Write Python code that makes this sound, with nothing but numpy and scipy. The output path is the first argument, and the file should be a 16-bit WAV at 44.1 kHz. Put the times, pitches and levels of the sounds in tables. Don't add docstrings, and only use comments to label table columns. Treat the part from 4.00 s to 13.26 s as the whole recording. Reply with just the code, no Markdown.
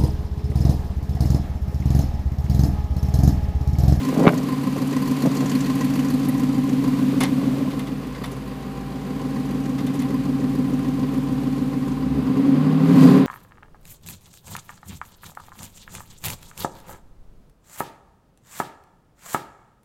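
import sys
import numpy as np
from scipy import signal
from scipy.fft import rfft, irfft
from scipy.io import wavfile
from scipy.ndimage import uniform_filter1d

SR = 44100
rng = np.random.default_rng(int(sys.argv[2]) if len(sys.argv) > 2 else 0)


def to_wav(s):
    ch = np.atleast_2d(s).T
    pcm = np.round(np.clip(ch, -1, 1) * 32767)
    wavfile.write(sys.argv[1], SR, pcm.astype(np.int16))


def field_ratio(decibels):
    return 10 ** (np.asarray(decibels, dtype=float) / 20)


N = 408366

# time in seconds, four-stroke cycles per second
CRANK_SPEED = [(0.0, 6.934), (0.7, 6.772), (1.25, 6.829), (2.6, 6.775), (3.7, 6.685), (4.4, 6.755),
               (5.4, 6.806), (6.0, 6.666), (7.1, 6.832), (7.8, 6.702), (7.95, 6.852), (8.12, 7.914),
               (8.38, 10.321), (8.62, 11.72), (8.87, 12.4), (9.0, 14.4), (9.14, 17.0), (9.26, 17.3)]
IDLE_SPEED = 6.77
FIRST_FIRING = .8
# time in seconds, opening from 0 to 1
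THROTTLE = [
    (7.9, 0.09),
    (8.06, 0.01),
    (8.4, 0.21),
    (8.8, 0.2),
    (8.92, 0.56),
    (9.02, 0.98),
    (9.1, 0.83),
    (9.19, 0.62),
    (9.26, 0),
]
# time in seconds, exhaust path in dB, engine bay path in dB,
# depth into the cab from 0 to 1
LISTENER = [(0, -2.5, 0, 0.1), (.5, -4, -2.5, 0), (1.0, -2, -1, .3), (1.5, -1.6, 0.5, .4),
            (2.6, 0, -3, .55), (3.1, 0.1, -1.2, 0.5), (3.55, -1, -2.5, 0.65), (3.95, -8.5, -6.5, .85),
            (4.15, -12.5, -7, 1.05), (4.8, -13, -8, 0.94), (5.3, -6, -5.5, 0.77), (5.9, -3, -5.5, 0.65),
            (6.5, -1.6, -5.5, 0.7), (7.2, -2.5, -5.5, 0.8), (7.8, -3, -6, .75), (8.4, -2, -7.5, 0.9),
            (9.26, -1.5, -7.5, 0.6)]

NEAR_BANK = [0, 1, 1, 0, 1, 0, 0, 1]
BLOW_DB = [.1, -6, 1, 3.5, 4.6, -.5, -5.2, 2.4]
RUNNER_MS = [1, .1, 2.1, -1.4, .5, .5, .6, 0]
BURN_SPREAD_DB, BURN_SPREAD_S = .6, .00005
PIPE_LEAD_S = .012
# Hz, t60 in seconds, near pipe in dB, far pipe in dB
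LOW_PIPE = [(144.7, .196, -4.2, -8), (165.5, .064, -7.8, -11.1), (194.5, .144, -6.8, -12.8),
            (224.9, .066, -16.3, -12.7)]
HIGH_PIPE = [(250.3, .226, -2.9, -7.9), (273.5, .236, -3.5, -2.6), (351, .048, -22, -30)]
CAB_BOOM_DB = 20.5
# idle level in dB, share of its path,
# rise at full throttle in dB, rise per doubling of speed in dB
TONE_LAW = (-62.5, 0.33, 22, -8)
LOW_PIPE_LAW = (-27, 0.72, 6, 3)
HIGH_PIPE_LAW = (-21.5, 1.22, 13, 1.5)
HEADER_LAW = (-40.5, 0.5, 12, 6)
DRONE_LAW = (-57.5, 0.65, 7.5, 0.7)
ROAR_LAW = (-33, 0.5446, 6, 6.5)
HISS_LAW = (-43.5, 1.24, 16, 0)
PUFF_LAW = (14.5, 0.98, 12.5, -10.5)
# order, Hz, width in Hz, change in dB
TONE_MEETS = (7.96, 64.5, 8.7, 16)
LOW_PIPE_MEETS = (17, 187, 7.5, -2)
HIGH_PIPE_MEETS = (24.33, 270, 11, 6.2)

# Hz, t60 in seconds, level in dB
HEADER_WALLS = [(402, 0.085, 3.9), (477, 0.072, -2.5), (532, 0.059, -6.5)]
HEADER_BLOW_DB = [-10, -5.5, .1, -7, -2.5, 0, -11, -18.5]
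HEADER_LEAD_S = 0.01113
# middle in seconds, half-length in seconds, change in dB
HEADER_HIDDEN = (2.0, .6, -7)
DRONE_ORDERS = (11, 13)
# Hz, width in Hz, rise in dB
MUFFLER = (171.3, 50, 36.7)

LEAK_DB = [-16, -4, 0, -15, -1, -16, -14, -3]
# low edge in Hz, high edge in Hz, level in dB
LEAK_BANDS = [(1570, 3050, 1.5), (4070, 4570, 3.5), (5460, 7600, 0), (9400, 13700, -4)]
# middle in seconds, half-length in seconds, change in dB
LEAK_HIDDEN = (3.38, 0.45, -12)
# Hz, t60 in seconds, level in dB
MANIFOLD = [(1032.6, 0.081, 7), (1928, 0.07, -3.5), (4750, 0.057, -5.5), (7100, 0.0028, -29)]
# Hz, density in dB per Hz
ROAR_COLOUR = [(180, -2.5), (300, -13), (334, -22), (407, -14.5), (510, -15), (594, -23.5), (717, -23),
               (778, -19), (876, -27), (1040, -18), (1310, -27), (1900, -31.5), (5000, -42.5), (6500, -90),
               (11000, -120)]
# Hz, density in dB per Hz
HISS_COLOUR = [(1470, -1), (2500, 2), (3390, -1.5), (4230, -2), (5280, -5), (5870, -6), (14200, -10.5),
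               (15500, -8)]

# time in seconds, peak in dB, crack in dB, boom in dB
KNOCKS = [(0.127, -10.5, -21, -5), (0.172, -20, -20, 9), (0.19, -13, -28, 3), (0.209, -19.5, -28, 10),
          (0.238, -7.5, -23, -0.5), (0.254, -3.5, -15, -8), (0.268, 2, -6, 0), (0.278, -5.5, 3.5, -3),
          (0.29, -7, -3, -12), (0.304, -17, -16, -17), (0.334, -11.5, -12, -2), (0.764, -17.5, -21, 0),
          (1.236, -18, -25, 8), (1.252, -14.5, -31, -6), (1.269, -17, -27, 9), (1.424, -16, -23, 0.5),
          (1.439, -19.5, -22, 7.5)]
# Hz, t60 in seconds, level in dB
DOOR_PANEL = [(422.2, 0.012, 2), (577, 0.011, 1), (885, 0.015, -32), (1150, 0.0071, -25)]
# Hz, t60 in seconds, level in dB
DOOR_BOOM = [(169.7, 0.096, -2), (242, 0.038, 4.5)]
# Hz, t60 in seconds, level in dB
LATCH = [(1120, 0.0095, 6), (1480, 0.005, 1.5), (2190, 0.0064, 2.4), (2690, 0.004, -2.5),
         (3600, 0.0033, -5)]
CRACK_LO_HZ, CRACK_HI_HZ = 1100, 4200
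# peak time in seconds, peak in dB, swell in seconds
CREAKS = [
    (.29, -15, 0.17),
    (.4, -34.5, 0.14),
    (.77, -30, 0.026),
    (1.27, -20.5, 0.032),
    (1.44, -28, 0.033),
    (3.68, -36, .6),
]
CREAK_SWELL_DB, CREAK_FALL_DB_PER_S = 20.5, 545

# time in seconds, peak in dB, rattle t60 in seconds, dull part in dB
TICKS = [(3.2034, -18.5, 0.044, -7), (3.232, -15.5, 0.024, -13), (3.4555, -47, 0.019, -7),
         (3.7015, -38, 0.035, -3), (3.7898, -31.5, 0.032, -8.5), (3.869, -32, 0.019, -7),
         (4.145, -43, 0.021, 2), (4.2357, -34.5, 0.038, -4), (4.2535, -37, 0.05, -23),
         (4.3124, -37, 0.058, -22), (5.7797, -43, 0.026, 4.5), (5.864, -30, 0.035, -10.5),
         (5.9395, -36, 0.054, -12), (5.996, -36.5, 0.041, -6), (6.015, -34, 0.041, -17)]
# Hz, t60 in seconds, level in dB
KEYS = [(9800, 0.022, -5), (10400, .015, -4), (12990, .025, -8)]
# Hz, t60 in seconds, level in dB
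TRIM = [(560, .03, -7), (800, 0.033, -5), (1140, 0.0054, 12), (2100, 0.025, 2.5), (3550, 0.018, -5.5)]

# from in seconds, to in seconds, level in dB
BLOWER = [
    (1.6, 2.8, -48),
    (3.72, 3.87, -44),
    (4.42, 9.4, -48.5),
]
BLOWER_HZ, BLOWER_FAINT_DB, BLOWER_TURN_S = 786, -73, 0.43
# Hz, density in dB per Hz
RUMBLE_COLOUR = [(20, -36), (43, -27), (51, -6), (86, -11), (110, -12.5), (130, 6.5), (170, -37),
                 (290, -120)]
RUMBLE_DB = -41


def firings():
    cycles = np.cumsum(in_time(CRANK_SPEED)[0]) / SR
    count = np.arange(int(cycles[-1] * 8))
    at = np.interp((count + FIRST_FIRING) / 8, cycles, np.arange(N) / SR)
    return cycles, at, count % 8


def exhaust(cycles, at, cylinder):
    path_db, _, depth = in_time(LISTENER)
    tone_db = level(TONE_LAW, path_db) + CAB_BOOM_DB * depth + meeting(*TONE_MEETS)
    low_db = level(LOW_PIPE_LAW, path_db) + meeting(*LOW_PIPE_MEETS)
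    high_db = level(HIGH_PIPE_LAW, path_db) + meeting(*HIGH_PIPE_MEETS)
    chance = rng.standard_normal((len(at), 2))
    blow = field_ratio(np.take(BLOW_DB, cylinder) + BURN_SPREAD_DB * chance[:, 0])
    at = at - PIPE_LEAD_S + np.take(RUNNER_MS, cylinder) / 1000 + BURN_SPREAD_S * chance[:, 1]
    near = np.take(NEAR_BANK, cylinder)
    near_pipe = train(at, blow * near)
    far_pipe = -train(at, blow * (1 - near))
    out = field_ratio(tone_db) * tone(8 * cycles)
    for modes, level_db, low_cut_hz in ((LOW_PIPE, low_db, 115), (HIGH_PIPE, high_db, 200)):
        pipe = np.zeros(N)
        for k, (hz, t60, near_db, far_db) in enumerate(modes):
            blows = field_ratio(near_db) * near_pipe + field_ratio(far_db) * far_pipe
            pipe += (-1) ** k * ring(blows, hz, t60)
        out += field_ratio(level_db) * unit(band_twice(pipe, low_cut_hz, 690))
    return out


def header(at, cylinder):
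    blow_db = np.take(HEADER_BLOW_DB, cylinder) + 1.9 * rng.standard_normal(len(at))
    walls = ring_modes(train(at - HEADER_LEAD_S, field_ratio(blow_db)), HEADER_WALLS)
    level_db = level(HEADER_LAW, in_time(LISTENER)[0]) + bump(np.arange(N) / SR, *HEADER_HIDDEN)
    return field_ratio(level_db) * unit(band_twice(walls, 327, 623))


def drone(cycles):
    level_db = level(DRONE_LAW, in_time(LISTENER)[0])
    return sum(field_ratio(level_db + meeting(k, *MUFFLER)) * tone(k * cycles) for k in DRONE_ORDERS)


def engine_bay(at, cylinder):
    path_db = in_time(LISTENER)[1]
    puff_db = level(PUFF_LAW, path_db) + bump(np.arange(N) / SR, *LEAK_HIDDEN)
    jets = np.zeros(N)
    for lo, hi, db in LEAK_BANDS:
        jets += field_ratio(db) * band(puff_gate(at, cylinder) * rng.standard_normal(N), lo, hi)
    hiss = coloured(HISS_COLOUR) + field_ratio(puff_db - 3.5) * jets
    gate = puff_gate(at, cylinder)
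    manifold = ring_modes(gate * rng.standard_normal(N), MANIFOLD)
    roar = coloured(ROAR_COLOUR) * (1 + 0.51 * gate)
    roar += field_ratio(puff_db - 22.0) * manifold / manifold.std()
    return field_ratio(level(ROAR_LAW, path_db)) * roar + field_ratio(level(HISS_LAW, path_db)) * hiss


def puff_gate(at, cylinder):
    puffs = train(at - .003, field_ratio(np.take(LEAK_DB, cylinder) + 3 * rng.standard_normal(len(at))))
    gate = fade(fade(puffs, .025), .04)
    return gate / np.percentile(gate, 97)


def door():
    at, peak_db, bright_db, boom_db = np.transpose(KNOCKS)
    slips = (rng.random(N) < 600 / SR) * rng.standard_normal(N) * field_ratio(-1.5) * creak_gain()
    luck = rng.standard_normal((len(at), len(DOOR_PANEL)))
    panel = np.zeros(N)
    for k, (hz, t60, db) in enumerate(DOOR_PANEL):
        knocks = train(at, field_ratio(peak_db - 7.5 + 2.0 * luck[:, k]))
        panel += field_ratio(db) * ring(slips + knocks, hz, t60)
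    boom = ring_modes(train(at, field_ratio(peak_db + boom_db)), DOOR_BOOM, -2.5)
    crack = fade(train(at, field_ratio(peak_db + bright_db)), .026) * rng.standard_normal(N)
    latch = ring_modes(crack, LATCH, -24.5) + field_ratio(-6.5) * crack
    latch = band(band(latch, CRACK_LO_HZ, CRACK_HI_HZ), CRACK_LO_HZ / 2, CRACK_HI_HZ)
    return band(panel, 255, 2000) + band_twice(boom, 127, 500) + latch


def creak_gain():
    t = np.arange(N) / SR
    gain = np.zeros(N)
    for s, db, swell in CREAKS:
        rising = CREAK_SWELL_DB * ((s - t) / swell) ** 2
        falling = CREAK_FALL_DB_PER_S * (t - s)
        gain += field_ratio(db - np.where(t < s, rising, falling))
    return gain


def ticks():
    bright, dull = np.zeros(N), np.zeros(N)
    for s, db, t60, dull_db in TICKS:
        i = int(s * SR)
        age = np.arange(min(SR // 5, N - i)) / SR
        bright[i:i + len(age)] += field_ratio(db - 0.5 - 60 * age / t60) * np.minimum(age / 0.0041, 1)
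        dull[i:i + len(age)] += field_ratio(db + dull_db - 60 * age / (3.9 * t60)) * np.minimum(age / 0.0064, 1)
    ragged_db = 3 * unit(uniform_filter1d(rng.standard_normal(N), size=90)) - 1
    grain = rng.standard_normal(N) * field_ratio(ragged_db)
    rattle = bright * grain
    creak = dull * grain + 1e-18
    keys = ring_modes(rattle + 1e-18, KEYS, -20)
    trim = ring_modes(creak, TRIM, -21.0)
    return band(rattle, 1550, 10000) + keys + trim + field_ratio(12.0) * band(creak, 230, 3600)


def blower():
    t = np.arange(N) / SR
    gain = field_ratio(BLOWER_FAINT_DB)
    for start, end, db in BLOWER:
        gain = gain + field_ratio(db) * np.clip(np.minimum(t - start, end - t) / BLOWER_TURN_S + .5, 0, 1)
    wander = unit(uniform_filter1d(rng.standard_normal(N), size=4000))
    return gain * tone(np.cumsum(BLOWER_HZ + 2.18 * wander) / SR)


def rumble():
    return field_ratio(RUMBLE_DB) * coloured(RUMBLE_COLOUR)


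def level(law, path_db):
    idle_db, share, throttle_db, doubling_db = law
    doublings = np.log2(in_time(CRANK_SPEED)[0] / IDLE_SPEED)
    return idle_db + share * path_db + throttle_db * in_time(THROTTLE)[0] + doubling_db * doublings


def bump(x, middle, width, db):
    return db * np.exp(-((x - middle) / width) ** 2)


def meeting(order, hz, width_hz, db):
    return bump(order * in_time(CRANK_SPEED)[0], hz, width_hz, db)


def in_time(rows):
    s, *columns = np.transpose(rows)
    return [np.interp(np.arange(N) / SR, s, c) for c in columns]


def unit(x):
    return x / np.sqrt(uniform_filter1d(x ** 2, size=SR // 2) + 1e-20)


def tone(cycles):
    return np.sqrt(2) * np.sin(2 * np.pi * cycles)


def train(at_s, size):
    out = np.zeros(N)
    at = np.round(np.asarray(at_s) * SR).astype(int)
    inside = (at >= 0) & (at < N)
    np.add.at(out, at[inside], np.asarray(size)[inside])
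    return out + 1e-18


def ring(clicks, hz, t60):
    r, w = field_ratio(-60 / (t60 * SR)), 2 * np.pi * hz / SR
    return signal.lfilter([0, np.sin(w)], [1, -2 * r * np.cos(w), r * r], clicks)


def ring_modes(clicks, modes, shift_db=0):
    return sum(field_ratio(db + shift_db) * ring(clicks, hz, t60) for hz, t60, db in modes)


def fade(clicks, t60):
    return signal.lfilter([1], [1, -field_ratio(-60 / (t60 * SR))], clicks)


def coloured(points):
    hz, db = np.transpose(points)
    grid = np.maximum(np.fft.rfftfreq(N, 1 / SR), 1)
    colour_db = np.interp(np.log(grid), np.log(hz), db, left=-90, right=-90)
    x = irfft(rfft(rng.standard_normal(N)) * field_ratio(colour_db), N)
    return x / x.std()


def band(x, lo_hz, hi_hz):
    return signal.sosfilt(signal.butter(2, [lo_hz, min(hi_hz, .45 * SR)], "band", fs=SR, output="sos"), x)


def band_twice(x, lo_hz, hi_hz):
    return band(band(x, lo_hz, hi_hz), lo_hz, hi_hz)


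def scene():
    cycles, at, cylinder = firings()
    engine = exhaust(cycles, at, cylinder) + header(at, cylinder) + drone(cycles) + engine_bay(at, cylinder)
    return (engine + door() + ticks() + blower() + rumble())[None]


def band_limit(x):
    return signal.sosfilt(signal.butter(12, 15610, fs=SR, output="sos"), x)


def record(dry):
    x = signal.sosfilt(signal.butter(2, 30, "high", fs=SR, output="sos"), dry)
    held = x / (1 + x ** 4) ** .25
    mix = signal.sosfilt(signal.cheby2(16, 60, 15800, fs=SR, output="sos"), held)
    return band_limit(mix)


dry = scene()
out = record(dry)
to_wav(out)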